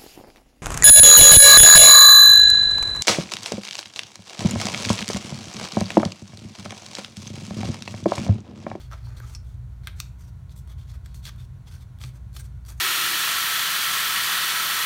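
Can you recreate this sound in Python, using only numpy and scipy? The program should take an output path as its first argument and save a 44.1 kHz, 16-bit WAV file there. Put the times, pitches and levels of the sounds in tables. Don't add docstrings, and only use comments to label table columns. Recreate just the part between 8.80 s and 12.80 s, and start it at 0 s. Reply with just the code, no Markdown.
import sys
import numpy as np
from scipy import signal
from scipy.fft import rfft, irfft
from scipy.io import wavfile
from scipy.ndimage import uniform_filter1d

SR = 44100
rng = np.random.default_rng(int(sys.argv[2]) if len(sys.argv) > 2 else 0)


def unload_wav(signal):
    wavfile.write(
        sys.argv[1],
        SR,
        np.round(np.clip(np.atleast_2d(signal).T, -1, 1) * 32767).astype(np.int16),
    )


N = 176400


def amp(db):
    return 10 ** (np.asarray(db) / 20)


def unit(x):
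    return x / np.sqrt(np.mean(x ** 2) + 1e-20)


def curve_at(points, hz):
    f, value = np.transpose(points)
    return np.interp(np.log(hz + 1), np.log(f + 1), value)


def add(mix, start_s, sound):
    part = mix[max(round(start_s * SR), 0):][:len(sound)]
    part += sound[:len(part)]


def low_cut(x, hz):
    return signal.sosfilt(signal.butter(4, hz, "highpass", fs=SR, output="sos"), x)


def noise(colour):
    gain = amp(curve_at(colour, np.fft.rfftfreq(N, 1 / SR)))
    return unit(irfft(rfft(rng.standard_normal(N)) * gain, N))


def drift(rate_hz):
    rolloff = 1 + (np.fft.rfftfreq(N, 1 / SR) / rate_hz) ** 4
    return unit(irfft(rfft(rng.standard_normal(N)) / rolloff, N))


def page_ring(body_db=0, fizz_db=0, peak_hz=1, peak_db=0, size=2048):
    # frequency in Hz, relative level in dB.
    page_colour = [(150, -3), (450, 0), (750, -1.5), (1050, 1.5), (1500, 4), (1850, -1), (2350, 2),
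                   (2850, -3), (3500, 2.5), (3950, -2), (4400, 3), (4900, -2.5), (6000, 0), (7000, -3),
                   (7700, -3.5), (8600, -2.5), (10500, -7), (12200, -7)]
    body_hz, fizz_hz, dull_hz = 2210, 5830, 15500
    hz = np.fft.rfftfreq(size, 1 / SR)
    body = 1 / (1 + (hz / body_hz) ** 6)
    fizz = 1 - 1 / (1 + (hz / fizz_hz) ** 6)
    peak = 1 / (1 + ((hz - peak_hz) / (0.053 * peak_hz + 60)) ** 2)
    ripple = unit(uniform_filter1d(rng.standard_normal(len(hz)), size=16))
    plain = amp(curve_at(page_colour, hz)) / (1 + (hz / dull_hz) ** 20)
    touch_db = body_db * body + fizz_db * fizz + peak_db * peak + 1.75 * ripple
    log_gain = np.log(unit(plain) * amp(touch_db))
    mirrored = np.concatenate([log_gain, log_gain[-2:0:-1]])
    minimum_phase = np.exp(np.conj(signal.hilbert(mirrored)))
    return np.fft.ifft(minimum_phase).real[:size // 2]


def paper_rubs(gain_db=1, catches_per_s=2300, spread_db=2.5, smooth_share=0.59, judder_db=2):
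    # start, rise, hold and fall in seconds, level before gain,
    # body and fizz in dB, resonance in Hz, its boost in dB.
    strokes = [(0, 0.0014, 0.012, 0.095, -53.5, -0.5, -4.5, 4500, 2),
               (0.097, 0.025, 0.013, 0.13, -55.5, 3.5, -8, 630, 4),
               (0.222, 0.035, 0.013, 0.043, -60.5, 1.5, -2.5, 4400, 11),
               (0.269, 0.018, 0.068, 0.027, -67.5, 11, -5, 6700, 8),
               (0.363, 0.006, 0.017, 0.03, -55.5, 4.5, -1, 4030, 11),
               (.39, 0.028, 0.035, .04, -62, 7.5, -2, 6550, 6),
               (.43, 0.0079, .004, 0.011, -63, 8, -10, 1290, 10),
               (0.455, 0.019, 0.09, 0.014, -60.5, 3.5, 2, 6650, 2),
               (0.632, 0.041, 0.023, 0.11, -65, -11, -2.5, 6750, 4),
               (1.033, .002, 0.038, .01, -58.5, -3.5, -9, 4370, 3),
               (1.073, .004, 0.017, 0.015, -53.5, 1, -18, 2300, 6),
               (1.155, 0.0454, .005, 0.0062, -57, 2, 3.5, 4000, 9),
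               (1.379, 0.025, .01, 0.026, -60.5, -2.5, 1, 6000, 3),
               (1.419, 0.025, 0.049, 0.021, -67.5, 1, 3.5, 5700, 6.5),
               (1.693, 0.015, 0.014, 0.032, -60, -10, -3.5, 3930, 10),
               (1.752, 0.013, 0.023, 0.045, -62.5, -33, 7, 7860, 3),
               (1.867, 0.037, 0.012, 0.036, -59, 0, 0, 3330, 7.5),
               (1.966, 0.03, 0.016, 0.074, -60, -1, -3.5, 3230, 4.5),
               (2.067, 0.034, 0.0091, 0.04, -56.5, -7, -4, 3460, 0),
               (2.132, 0.012, 0.0069, 0.04, -62.5, 9.5, 0.5, 3480, 3),
               (2.242, 0.0056, 0.012, 0.19, -58.5, -8, -9, 8000, -2),
               (2.34, .005, 0.0083, 0.076, -55.5, -18, 4, 6260, 3.5),
               (2.421, 0.037, 0.0098, 0.01, -45.5, -10, -2.5, 4350, -1.5),
               (2.464, 0.008, 0.022, 0.0078, -47.5, -7, -4, 3550, 5),
               (2.474, 0.015, 0.008, 0.013, -52, 1, -10, 1620, 11),
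               (2.572, 0.026, 0.011, 0.046, -59, -1, -1.5, 3580, 7),
               (2.619, 0.018, 0.012, .02, -66, -9, 1.5, 3760, 1),
               (2.854, 0.024, 0.0067, 0.017, -59.5, 1.5, -1.5, 3400, 8),
               (2.877, 0.038, 0.041, 0.045, -56.5, -7.5, -1.5, 1485, 13),
               (2.975, 0.039, 0.017, 0.014, -62, -3, 2, 3600, 8),
               (3.194, 0.024, 0.016, 0.037, -49, -3.5, -1.5, 2300, -1),
               (3.244, .01, 0.026, 0.045, -55.5, -5.5, -0.5, 2230, 6.5),
               (3.326, 0.038, .005, 0.02, -64, 7.5, 5, 5800, 2),
               (3.526, 0.043, 0.0061, 0.021, -51.5, -1.5, 4, 4500, 5),
               (3.584, 0.013, 0.0056, 0.027, -51.5, -3, 5, 8900, 9),
               (3.626, 0.029, 0.008, 0.018, -60, -1.5, 3.5, 8440, 2),
               (3.846, 0.05, 0.0075, 0.02, -54, 1.5, 6.5, 6560, 3.5),
               (3.907, 0.011, 0.0066, 0.032, -58, 2.5, 4.5, 1570, 8),
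               (3.964, .015, 0.011, .02, -68.5, 6, 9, 6500, 8.5)]
    out, t = np.zeros(N), np.arange(N) / SR
    catches = (rng.random(N) < catches_per_s / SR) * rng.choice([-1, 1], N)
    catches = catches * amp(spread_db * np.minimum(rng.exponential(1, N), 4))
    friction = np.sqrt(1 - smooth_share) * unit(catches) + np.sqrt(smooth_share) * rng.standard_normal(N)
    friction *= amp(judder_db * drift(rate_hz=106))
    for start, rise, hold, fall, db, *colour in strokes:
        duration = rise + hold + fall
        grains = friction[round(start * SR):][:round(duration * SR)]
        age = t[:len(grains)]
        pressure = np.clip(age / rise, 0, 1) * np.clip((duration - age) / fall, 0, 1) ** 1.6
        add(out, start, amp(db + gain_db) * signal.fftconvolve(grains * pressure, page_ring(*colour)))
    return out


def ventilation(waver=0.29, rumble_db=-41, air_db=-64):
    # frequency in Hz, level in dB.
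    fan_tones = [(44.2, -52), (59.2, -42.5), (87.0, -51.5), (119.6, -47), (177.6, -57), (839.8, -78.5),
                 (959.5, -76.5), (1081, -77)]
    # frequency in Hz, relative level in dB.
    duct_colour = [(20, -53), (32, -58), (44, -21), (58, -4.5), (72, 2.5), (88, 2), (98, -5), (110, 1.5),
                   (130, 0.5), (147, -6.5), (162, -20.5), (178, -17.5), (195, -22), (240, -23),
                   (270, -28.5), (400, -38), (800, -73)]
    # frequency in Hz, relative level in dB.
    air_colour = [(210, -7), (350, -0.5), (496, -3.5), (692, -0.5), (906, -8), (981, -4.5), (1150, -8.5),
                  (1440, -1), (1550, -7), (2000, -9), (2170, -9.5), (2350, -13), (2930, -14), (4430, -14),
                  (4950, -21), (5620, -16), (15500, -25)]
    hum, t = np.zeros(N), np.arange(N) / SR
    for hz, db in fan_tones:
        phase = 2 * np.pi * (hz * t + rng.random()) + waver * drift(rate_hz=0.56)
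        swell = 1 + waver * drift(rate_hz=0.73)
        hum += amp(db) * np.sqrt(2) * np.sin(phase) * swell
    return hum + amp(rumble_db) * noise(duct_colour) + amp(air_db) * noise(air_colour)


def paper_ticks(gain_db=20, scatter=0.15, decay_s=0.001):
    # start in seconds, level before gain, body and fizz in dB,
    # resonance in Hz, its boost in dB, low cut in Hz.
    buckles = [(0.1145, -47, 7, -7, 5900, 7, 600), (0.123, -49.5, 9, -2, 1300, 10, 500),
               (0.130, -49, 12, -4, 5730, 16.5, 500), (0.1337, -45.5, 2, -9, 1320, 19, 510),
               (.1365, -50, 8.5, -14, 660, 12, 450), (0.141, -45.5, 7, -10, 1240, 1, 500),
               (0.271, -55, 7, -13, 990, 12, 500), (.3700, -50, -8, -6, 3850, 11, 700),
               (.4005, -54.5, -6, 6.5, 14300, 12, 905), (0.403, -59, 23, -13, 1500, 6, 200),
               (0.44, -60, 6, -6, 1290, 16, 400), (1.036, -58, 7, -12, 4200, 9, 800),
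               (1.695, -51.5, -11, -14, 3640, 8.5, 800), (1.7640, -57.5, 3, 5, 8000, -6, 800),
               (1.8752, -59, 10, 5, 3400, 1, 400), (2.2606, -48, 4.5, 0, 7940, 15, 400),
               (2.3450, -52, 2.5, 2, 6200, -4, 800), (2.4450, -48, -6, -2, 3400, 7, 1200),
               (2.4534, -38, -12, -4.5, 7400, 12, 1300), (2.4552, -36, -8, -7, 4340, 3, 1310),
               (2.4580, -44, -10, -3, 5900, 9, 1500), (2.4615, -41, -6, -8, 4400, 4, 1400),
               (2.4655, -39, 1, -9, 2600, 0, 1400), (2.4718, -40, -6, -5, 5000, 8, 1400),
               (2.4758, -40.5, -9, -12, 1650, 16, 1300), (2.4795, -39, -6, -7, 3400, 6.5, 1400),
               (2.4835, -50, -6, -2, 3500, 10, 1400), (2.4868, -48, -13, -5, 4600, 8, 1400),
               (2.4900, -43.5, -9, -5, 4500, 5, 1300), (2.4935, -40, -3, -19, 3280, 10, 700),
               (2.5615, -61.5, 12, 6.5, 5740, -9, 600), (3.1878, -53.5, -3, -2, 3400, 4, 600),
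               (3.215, -42.5, 5.5, -12, 3220, 4, 600), (3.2385, -31, -7, -14, 2400, 6, 200),
               (3.2410, -38, -7.5, -18, 3600, -1, 400), (3.229, -47, -1, 0, 5000, 1, 900),
               (3.249, -49, 6, 1, 3400, 0, 398), (3.53, -57, 2, 0, 4500, 10, 900),
               (3.5640, -49.5, -1, 2, 4650, 13, 1200), (3.5656, -38.5, 0, -2.5, 3050, 13.5, 1100),
               (3.598, -55, -4, 3, 6600, 8, 1200), (3.8513, -56, 7, 2.5, 4800, 16, 900),
               (3.8897, -47.5, 3, 8, 2180, 11.5, 910), (3.903, -51, 0, 10, 6900, 13, 900)]
    out, t = np.zeros(N), np.arange(SR // 100) / SR
    for start, db, *colour, low_hz in buckles:
        slips = scatter * rng.standard_normal(len(t)) * np.exp(-t / decay_s)
        slips[0] = 1
        tick = signal.fftconvolve(slips / np.linalg.norm(slips), page_ring(*colour))
        add(out, start, amp(db + gain_db) * low_cut(tick, low_hz))
    return out


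def snaps(hits, modes, rise_s=0.0003, crack_s=0.00025):
    out, t = np.zeros(N), np.arange(SR // 20) / SR
    ring = sum(amp(db - 60 * t / t60) * np.sin(2 * np.pi * hz * t) for hz, db, t60 in modes)
    ring *= 1 - np.exp(-t / rise_s)
    for start, db, crack_db in hits:
        contact = rng.choice([-1, 1], len(t)) * np.exp(-t / crack_s)
        crack = signal.fftconvolve(contact, page_ring(body_db=0.5, fizz_db=7))[:len(t)]
        add(out, start, amp(db) * (ring + amp(crack_db) * crack))
    return low_cut(out, hz=1094)


def edge_click():
    # start in seconds, level in dB, relative crack level in dB.
    edge_hits = [(.5497, -28.5, -13), (.5555, -41.5, -5)]
    # frequency in Hz, relative level in dB, t60 in seconds.
    edge_modes = [(1250, -23, 0.0043), (2640, -10, 0.01), (4440, -14, 0.033), (5350, -1, 0.012),
                  (5630, 1, 0.0086), (6000, -6, .008), (6740, -10, 0.013), (8050, -13.5, 0.024),
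                  (10800, -13, .005)]
    return snaps(edge_hits, edge_modes)


def disc_knock():
    # start in seconds, level in dB, relative crack level in dB.
    disc_hits = [(1.0720, -24.5, -3.5), (1.0777, -34.5, -8), (1.0825, -41, -9), (1.0875, -51, -2)]
    # frequency in Hz, relative level in dB, t60 in seconds.
    disc_modes = [(1470, -6, 0.0073), (1605, 4, 0.0069), (2160, -1, 0.012), (2400, -3.5, 0.01),
                  (3280, 4, 0.0061), (3620, 1.5, 0.0069), (4000, -15, 0.0075), (5970, -0.5, 0.0034),
                  (7000, -10, 0.0037), (8900, -2, 0.0032), (11800, -4, 0.0027)]
    return snaps(disc_hits, disc_modes)


def tab_snap():
    # start in seconds, level in dB, relative crack level in dB.
    tab_hits = [(1.2015, -23, -2.5), (1.2040, -50, 2)]
    # frequency in Hz, relative level in dB, t60 in seconds.
    tab_modes = [(1150, -2.5, 0.0083), (2520, 1.5, 0.0081), (3610, -6, 0.012), (3750, -2, 0.0088),
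                 (4220, -7.5, 0.013), (5820, 0, 0.0092), (6180, 4, 0.0067), (7030, -0.5, 0.0095),
                 (8880, 8, 0.0031), (9700, -6, 0.004), (12300, 0, 0.0037), (14600, 11, 0.0014)]
    return snaps(tab_hits, tab_modes)


def table_thuds(gain=2, rise_s=0.0083, t60_s=0.32):
    # start in seconds, level before gain in dB, pitch in Hz.
    pushes = [(3.241, -31.5, 124), (3.5950, -36, 91.6)]
    out, t = np.zeros(N), np.arange(SR // 2) / SR
    for start, db, hz in pushes:
        envelope = amp(db - 60 * t / t60_s) * (1 - np.exp(-t / rise_s))
        add(out, start, gain * envelope * np.sin(2 * np.pi * hz * t))
    return out


def room(x, tail_db=-12, near_db=-10.5, near_t60_s=0.031, build_s=0.0032):
    # frequency in Hz, t60 in seconds.
    tail_decay = [(300, 0.55), (1500, 0.59), (3000, 0.3), (6000, .22), (10000, 0.4), (15000, 0.24)]
    # frequency in Hz, relative level in dB.
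    tail_colour = [(500, 3.5), (1400, -3), (2200, 1), (4000, 4.5), (6000, 5.5), (9000, -2.5), (15000, 1)]
    # delay in seconds, level in dB.
    early_echoes = [(.0026, -24), (.0068, -34)]
    hz, t, spectrum = signal.stft(rng.standard_normal(SR // 2), SR, nperseg=256)
    fade_db = curve_at(tail_colour, hz)[:, None] - 60 * t / curve_at(tail_decay, hz)[:, None]
    _, tail = signal.istft(spectrum * amp(fade_db), SR, nperseg=256)
    age = np.arange(len(tail)) / SR
    build = np.clip(age / build_s, 0, 1)
    tail *= build
    near = rng.standard_normal(len(age)) * amp(-60 * age / near_t60_s) * build
    response = amp(tail_db) * tail / np.linalg.norm(tail) + amp(near_db) * near / np.linalg.norm(near)
    for delay, db in early_echoes:
        add(response, delay, amp([db]))
    return x + signal.fftconvolve(x, response)[:N]


def scene():
    planner = edge_click() + disc_knock() + tab_snap() + paper_ticks() + paper_rubs()
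    return (room(planner) + table_thuds() + ventilation())[None]


def record(dry):
    high_cut = signal.firwin(511, 16300, window=("kaiser", 9), fs=SR)
    return signal.oaconvolve(dry, high_cut[None], "same")


dry = scene()
out = record(dry)
unload_wav(out)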